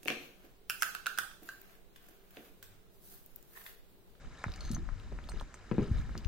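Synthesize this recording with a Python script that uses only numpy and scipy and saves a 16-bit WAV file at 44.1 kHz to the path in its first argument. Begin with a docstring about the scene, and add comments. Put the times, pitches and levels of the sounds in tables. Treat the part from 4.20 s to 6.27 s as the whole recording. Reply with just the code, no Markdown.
"""A wet boardwalk outdoors, with a camera on a dog's harness beside a walker in rubber boots.
Boots and paws knock the boards, which ring in their modes while grit crunches under the sole.
The gait jolts the camera in sagging low thumps and ticks its mount in short hollow pulses.
The leash clip clinks and rattles as metal contacts excite its modes; fabric rustles in small grains
and the harness sways in lumpy low noise, over a soft hiss of filtered noise."""
import sys
import numpy as np
from scipy import signal
from scipy.fft import rfft, irfft
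from scipy.io import wavfile
from scipy.ndimage import uniform_filter1d

SR = 44100
rng = np.random.default_rng(int(sys.argv[2]) if len(sys.argv) > 2 else 0)


def generate_wav(signal):
    """Clip the signal to [-1, 1] and save it as 16-bit WAV at the path in sys.argv[1]."""
    frames = np.transpose(np.atleast_2d(signal))
    scaled = np.clip(frames, -1, 1) * 32767
    pcm = np.round(scaled).astype(np.int16)
    wavfile.write(sys.argv[1], SR, pcm)


def to_linear_factor(level_db):
    """Convert decibel levels (scalar or array-like) to linear amplitude factors."""
    exponent = np.asarray(level_db, float) / 20
    return 10 ** exponent


N = 91287  # length in samples


def evened(x):
    """Normalisation: scales a signal to unit root-mean-square."""
    return x / np.sqrt(np.mean(x ** 2) + 1e-20)


def read(points, hz):
    """Interpolation of a spectrum table along logarithmic frequency."""
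    f, value = np.transpose(points)
    return np.interp(np.log(hz + 1), np.log(f + 1), value)


def curve(rows):
    """Interpolation of an envelope table along time."""
    return np.interp(np.arange(N) / SR, *np.transpose(rows))


def add(mix, s, sound):
    """Superposition: adds a sound to the mix from s seconds on."""
    part = mix[..., round(s * SR):][..., :sound.shape[-1]]
    part += sound[..., :part.shape[-1]]


def panned(x, db):
    """Level difference: the left channel exceeds the right by db."""
    return x * to_linear_factor(np.array([db / 2, -db / 2])).reshape(2, -1)


def coloured(x, tone):
    """Linear filtering: shapes x by a spectrum table, then evens its level."""
    hz = np.fft.rfftfreq(N, 1 / SR)
    return evened(irfft(rfft(x) * to_linear_factor(read(tone, hz)), N))


def blip(hz, cycles):
    """Windowed oscillation: a few cycles under a bell-shaped window, peak 1."""
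    u = np.arange(1200) / SR * hz / max(cycles, 1) - 1
    x = np.exp(-5 * u ** 2) * np.cos(2 * np.pi * cycles * u)
    return x / abs(x).max()


def grains(per_s, spread_db):
    """Random point process: sparse impulses of either sign and scattered level."""
    heights = to_linear_factor(spread_db * np.minimum(rng.exponential(1, N), 4))
    signs = rng.choice([-1., 1.], N)
    return heights * signs * (rng.random(N) < per_s / SR)


def noise_pair(same):
    """Partial coherence: two noise channels share a part set by likeness same(Hz)."""
    a, b = rfft(rng.standard_normal((2, N)))
    same = np.clip(same, 0, 1)
    return irfft(np.array([a, same * a + np.sqrt(1 - same ** 2) * b]), N)


# Balance of the two microphone ports. Each row: frequency in Hz, left-right level in dB.
PORT_BALANCE = [(300, -0.5), (4000, 2.5), (8000, 0)]


def ports(x):
    """Interaural-style cues: the two ports receive sound with their own delay and level."""
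    lag_s = .00003  # left lags right
    hz = np.fft.rfftfreq(N, 1 / SR)
    half = to_linear_factor(read(PORT_BALANCE, hz) / 2) * np.exp(-1j * np.pi * hz * lag_s)
    return irfft(rfft(x) * np.array([half, 1 / half]), N)


def echo(x):
    """Early reflections: rails and walls return short, scattered, decaying copies."""
    t60_s, level_db = .09, -7
    t = np.arange(round(.15 * SR)) / SR
    signs = rng.choice([-1., 1.], (2, len(t)))
    present = rng.random((2, len(t))) < .05
    taps = signs * present * to_linear_factor(-60 * t / t60_s) * (t > .002)
    taps = taps / np.linalg.norm(taps[0])
    return to_linear_factor(level_db) * signal.fftconvolve(x[None], taps, axes=1)[:, :N]


# Spectrum of the outdoor wash. Each row: frequency in Hz, relative level in dB.
HISS_TONE = [(60, -1.5), (270, -10.5), (870, -20), (1600, -17.5), (3300, -29.5), (7600, -30.5), (8800, -42),
             (14000, -49)]
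# Coherence of the wash. Each row: frequency in Hz, left-right likeness from 0 to 1.
HISS_LIKENESS = [(300, 0.86), (2400, 0.46), (12000, 0.13)]


def hiss():
    """Diffuse field: a distant outdoor wash, less alike at the two ports as frequency rises."""
    level_db = -56
    pair = noise_pair(read(HISS_LIKENESS, np.fft.rfftfreq(N, 1 / SR)))
    return to_linear_factor(level_db) * coloured(pair, HISS_TONE)


# Envelope of the harness rumble. Each row: time in seconds, level in dB before the lumps.
SWAY_LEVEL = [(0, -64), (.07, -41.5), (.14, -54.5), (.24, -65), (.29, -34.5), (.34, -51.5), (.45, -42),
              (.62, -37), (.8, -49.5), (.94, -39.5), (1.04, -48.5), (1.16, -38.5), (1.38, -65), (1.48, -59),
              (1.54, -39.5), (1.8, -36.5), (2.0, -45.5)]
# Spectrum of the rumble. Each row: frequency in Hz, relative level in dB.
SWAY_SPECTRUM = [(15, -6), (45, 1.5), (93, -11), (226, -21), (450, -37.5), (900, -70)]
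# Coherence of the rumble. Each row: frequency in Hz, left-right likeness from 0 to 1.
SWAY_LIKENESS = [(30, .35), (70, .5), (140, .95)]


def sway():
    """Amplitude modulation: slow random lumps swell a low rumble as the harness shifts."""
    lumps_db, pan_db = 3, 1
    smooth = uniform_filter1d(rng.standard_normal(N), 1000)
    lumps = evened(uniform_filter1d(smooth, 1000))
    level = to_linear_factor(curve(SWAY_LEVEL) + lumps_db * lumps)
    pair = noise_pair(read(SWAY_LIKENESS, np.fft.rfftfreq(N, 1 / SR)))
    return panned(level, pan_db) * coloured(pair, SWAY_SPECTRUM)


# Envelope of fabric, wet fur and scuffing. Each row: time in seconds, level in dB.
RUSTLE_LEVEL = [(0, -65), (.12, -62.5), (.22, -55.5), (.33, -58), (.45, -55), (.55, -59), (.62, -66.5),
                (.85, -64), (1.0, -65), (1.1, -60), (1.2, -55.5), (1.27, -68.5), (1.59, -59.5), (1.63, -51),
                (1.7, -58.5), (1.79, -51.5), (1.84, -61), (2.0, -61)]
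# Spectral weighting of the rustle. Each row: frequency in Hz, relative level in dB.
RUSTLE_SPECTRUM = [(400, -10), (900, -5.5), (1500, 2.5), (2800, -2.5), (4000, 1.5), (7500, -4),
                   (9000, -6.5), (15500, -21)]


def rustle():
    """Granular friction: small grains of many pitches, partly different at each port."""
    per_s, spread_db, cycles = 550, 4.2, 6.004  # grain rate is for each pitch

    def train():
        """Superposition of grain trains at logarithmically spaced pitches."""
        pitches = np.geomspace(450, 14500, num=14)
        return sum(np.convolve(grains(per_s, spread_db), blip(hz, cycles))[:N] for hz in pitches)

    shared = train()
    separate = np.array([train(), train()])
    return to_linear_factor(curve(RUSTLE_LEVEL)) * coloured(shared + 0.33 * separate, RUSTLE_SPECTRUM)


# Jolts through the harness. Each row: start in seconds, level in dB before onset and fade,
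# frequency it settles to in Hz, 60 dB decay time in seconds before the fade, left-right level in dB.
JOLT_EVENTS = [(0.263, -20.5, 91, 0.05, 1), (0.657, -41, 37.5, 1, 24.5), (.72, -28.5, 33.4, 0.19, 17.5),
               (.755, -39.5, 110.4, 0.33, 3), (1.161, -30.5, 35.6, 0.3, 11.5),
               (1.712, -11.5, 75.4, 0.07, 0.5), (1.752, -30.5, 55.7, 0.25, 14),
               (2.055, -24.5, 54, 0.91, 13.5)]


def jolts():
    """Damped oscillation: soft low thumps whose pitch sags as they die."""
    rise_s, sag_s, sag_depth = 0.0057, 0.0094, 1.65
    out, t = np.zeros((2, N)), np.arange(round(.3 * SR)) / SR
    onset, fade = 1 - np.exp(-t / rise_s), 1 - t / t[-1]
    for s, db, hz, t60, pan_db in JOLT_EVENTS:
        turns = hz * t * (1 + sag_depth * np.exp(-t / sag_s))
        thump = to_linear_factor(db - 60 * t / t60) * onset * fade * -np.sin(2 * np.pi * turns)
        add(out, s, panned(thump, pan_db))
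    return out


# Dull ticks of the mount. Each row: start in seconds, peak of the knock in dB, frequency in Hz.
TICK_EVENTS = [(0.241, -19, 1470), (0.244, -39, 1480), (.282, -35.5, 1200), (0.566, -33, 1230),
               (0.689, -32, 1270), (0.988, -33.5, 1530), (1.09, -35.5, 840), (1.119, -36, 1560),
               (1.211, -30, 970), (1.342, -37, 1560), (1.786, -51, 1310), (1.893, -39.5, 1300),
               (1.953, -32.5, 1294)]


def ticks():
    """Impulse and resonance: short plastic knocks followed by a brief hollow two-tone ring."""
    cycles, ring_db, ring_t60_s = 1.145, -25, 0.045
    out, t = np.zeros(N), np.arange(1500) / SR
    for s, db, hz in TICK_EVENTS:
        add(out, s, to_linear_factor(db) * blip(hz, cycles))
        tones = np.sin(2 * np.pi * hz * t) + np.sin(1.25 * np.pi * hz * t)
        ring = to_linear_factor(db + ring_db - 60 * t / ring_t60_s) * tones
        add(out, s + cycles / hz, ring)  # from the middle of the knock
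    return out


# Modes of the leash clip. Each row: frequency in Hz, level in dB before selection by pitch,
# 60 dB decay time in seconds when undamped.
CLIP_MODES = [(4280, 3, .018), (6225, 0, .04), (7100, -9, .025), (8160, -6, .045), (10100, -4, .03),
              (11700, 1, .035), (14250, -8, .04)]


def clip_ring(hz, octaves, damping=1):
    floor = .07  # weight left to far modes
    t = np.arange(4000) / SR
    ring = np.zeros(len(t))
    for f, db, t60 in CLIP_MODES:
        weight = floor + np.exp(-(np.log2(f / hz) / octaves) ** 2)
        ring += weight * to_linear_factor(db - 60 * damping * t / t60) * np.sin(2 * np.pi * f * t)
    return ring


# Clip sliding on its ring. Each row: time in seconds, level in dB.
RATTLE_LEVEL = [(.4, -53), (.425, -64), (.45, -53.5), (.515, -64), (.54, -46), (.556, -57)]


def rattle():
    per_s, spread_db = 520, 5
    damping = 2.5  # sliding contact shortens the ring
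    t = np.arange(N) / SR
    on = (t > RATTLE_LEVEL[0][0]) & (t < RATTLE_LEVEL[-1][0])
    hum = signal.oaconvolve(grains(per_s, spread_db), clip_ring(4980, 0.37, damping))[:N]
    return on * to_linear_factor(curve(RATTLE_LEVEL)) * evened(hum)


# Leash clip clinks. Each row: start in seconds, peak of the tick in dB, tick frequency in Hz,
# gain of the ring in dB relative to that peak.
CLINK_EVENTS = [(0.238, -39, 6200, -21), (0.318, -39.5, 3800, -18), (.338, -38.5, 4140, -37),
                (0.36, -42, 6430, -14), (0.407, -43.5, 4470, 2.5), (0.5142, -35, 6500, -29),
                (0.52, -45.5, 10800, -2), (0.535, -40, 11000, -24), (0.546, -41, 6200, 1),
                (0.798, -46.5, 3550, -35), (1.039, -46.5, 3060, -28), (1.088, -39, 3940, -8),
                (1.094, -39, 8400, -5), (1.117, -48.5, 7060, -5), (1.197, -38, 3450, -9),
                (1.209, -47.5, 7600, 1), (1.341, -46, 6940, 3.5), (1.977, -33.5, 5000, -27),
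                (2.046, -39, 3720, -1)]


def clinks():
    """Impact excitation: a burst of metal contacts gives a tick, a bright snap and a modal ring."""
    cycles, burst_s, snap_db, pick_octaves = 1.493, 0.0028, -9, .25
    out, u = np.zeros(N), np.arange(400) / SR / burst_s
    for s, db, hz, ring_db in CLINK_EVENTS:
        burst = rng.standard_normal(len(u)) * u * np.exp(-4 * u)
        tick = np.convolve(burst, blip(hz, cycles))
        snap = np.diff(burst)  # differencing favours the treble
        ring = np.convolve(burst, clip_ring(hz, pick_octaves)) / np.linalg.norm(burst)
        add(out, s, to_linear_factor(db) * tick / abs(tick).max())
        add(out, s, to_linear_factor(db + snap_db) * snap / abs(snap).max())
        add(out, s, to_linear_factor(db + ring_db) * ring)
    return out


# Resonances of the crunch under the sole, a list of frequencies in Hz.
CRUNCH_MODES = [593, 810, 985, 1270, 1630, 1970, 2350]


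def crunch(noise, draw, t):
    """Granular excitation: a dying shower of grit rings woody resonances under the sole."""
    per_s, t60_s, ring_t60_s = 1200, 0.13, 0.014
    short = t[:2000]
    woody = np.zeros(len(short))
    for hz in CRUNCH_MODES:
        woody += np.sqrt(CRUNCH_MODES[0] / hz) * np.sin(2 * np.pi * hz * short)
    woody *= to_linear_factor(-60 * short / ring_t60_s)
    grit = noise * (draw < per_s / SR) * to_linear_factor(-60 * t / t60_s)
    grit[0] = 2  # first contact
    grit = np.convolve(grit, np.hanning(12) / 5)  # rubber softens each grain
    return signal.fftconvolve(grit, woody) / len(CRUNCH_MODES)


# Boots and paws on the boards. Each row: start in seconds, peak of the knock in dB before panning,
# left-right level in dB, brightness in dB per octave about 200 Hz.
KNOCK_EVENTS = [(0.5025, -28, 1.5, -11.5), (.58, -37.5, 2, -3.5), (0.919, -41, 1.5, 3.5),
                (1.138, -41.5, 0.5, 0.5), (1.5136, -22.5, 7.5, 1.5), (1.5817, -18, 4, -0.5),
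                (1.818, -44.5, 11.5, -17), (1.951, -38, 2, -2.5)]
# Modes of the boards. Each row: frequency in Hz before detuning, level in dB before the brightness
# tilt, 60 dB decay time in seconds.
BOARD_MODES = [(134.7, -18, 0.21), (157, -4.5, 0.13), (206.4, 4, 0.073), (237, 2.5, 0.032),
               (297.6, -6, .12), (341, 2.5, 0.047), (393, -6.5, 0.084), (434, -10, 0.079)]


def boards():
    """Modal impact: each blow and its scattered after-bounces ring the boards, with grit beneath."""
    spread, bounce_db, bounce_t60_s, crunch_db = 0.029, -4, 0.29, -8.5
    contact_s, soften_db = 0.0019, 13  # a blow soften_db duller lasts twice as long
    low_cut = signal.butter(2, 120, "high", fs=SR, output="sos")  # the knocks carry little below 120 Hz
    out, t = np.zeros((2, N)), np.arange(round(.4 * SR)) / SR
    for s, db, pan_db, bright_db in KNOCK_EVENTS:
        detune = rng.uniform(-1.38, 1, len(BOARD_MODES))
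        noise, draw = rng.standard_normal((2, len(t))), rng.random(len(t))
        ring = np.zeros(len(t))
        for (f, mode_db, t60), shift in zip(BOARD_MODES, detune):
            level_db = mode_db + bright_db * np.log2(f / 200)
            ring -= to_linear_factor(level_db - 60 * t / t60) * np.sin(2 * np.pi * f * (1 + spread * shift) * t)
        contact = np.hanning(round(contact_s * 2 ** (-bright_db / soften_db) * SR))
        bounces = evened(np.convolve(noise[0], contact, "same"))
        drive = bounces * to_linear_factor(bounce_db - 60 * t / bounce_t60_s) / np.sqrt(SR / 5)
        drive[:len(contact)] += contact / contact.sum()
        knock = signal.sosfilt(low_cut, signal.fftconvolve(drive, ring))
        add(out, s, panned(to_linear_factor(db) * knock / abs(knock).max(), pan_db))
        grit = crunch(noise[1], draw, t)
        add(out, s, panned(to_linear_factor(db + crunch_db + 2 * bright_db) * grit, pan_db))
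    return out


def scene():
    near = ticks() + clinks() + rattle()
    return ports(near + rustle() + hiss()) + echo(near) + boards() + jolts() + sway()


def low_pass(x):
    """Removes everything above the highest recorded frequency."""
    return signal.sosfilt(signal.butter(12, 15820, fs=SR, output="sos"), x)


def record(dry):
    """Signal chain: the finished mix passes through a steep low-pass that ends the treble, with no further
    gain."""
    return low_pass(dry)


dry = scene()
out = record(dry)
generate_wav(out)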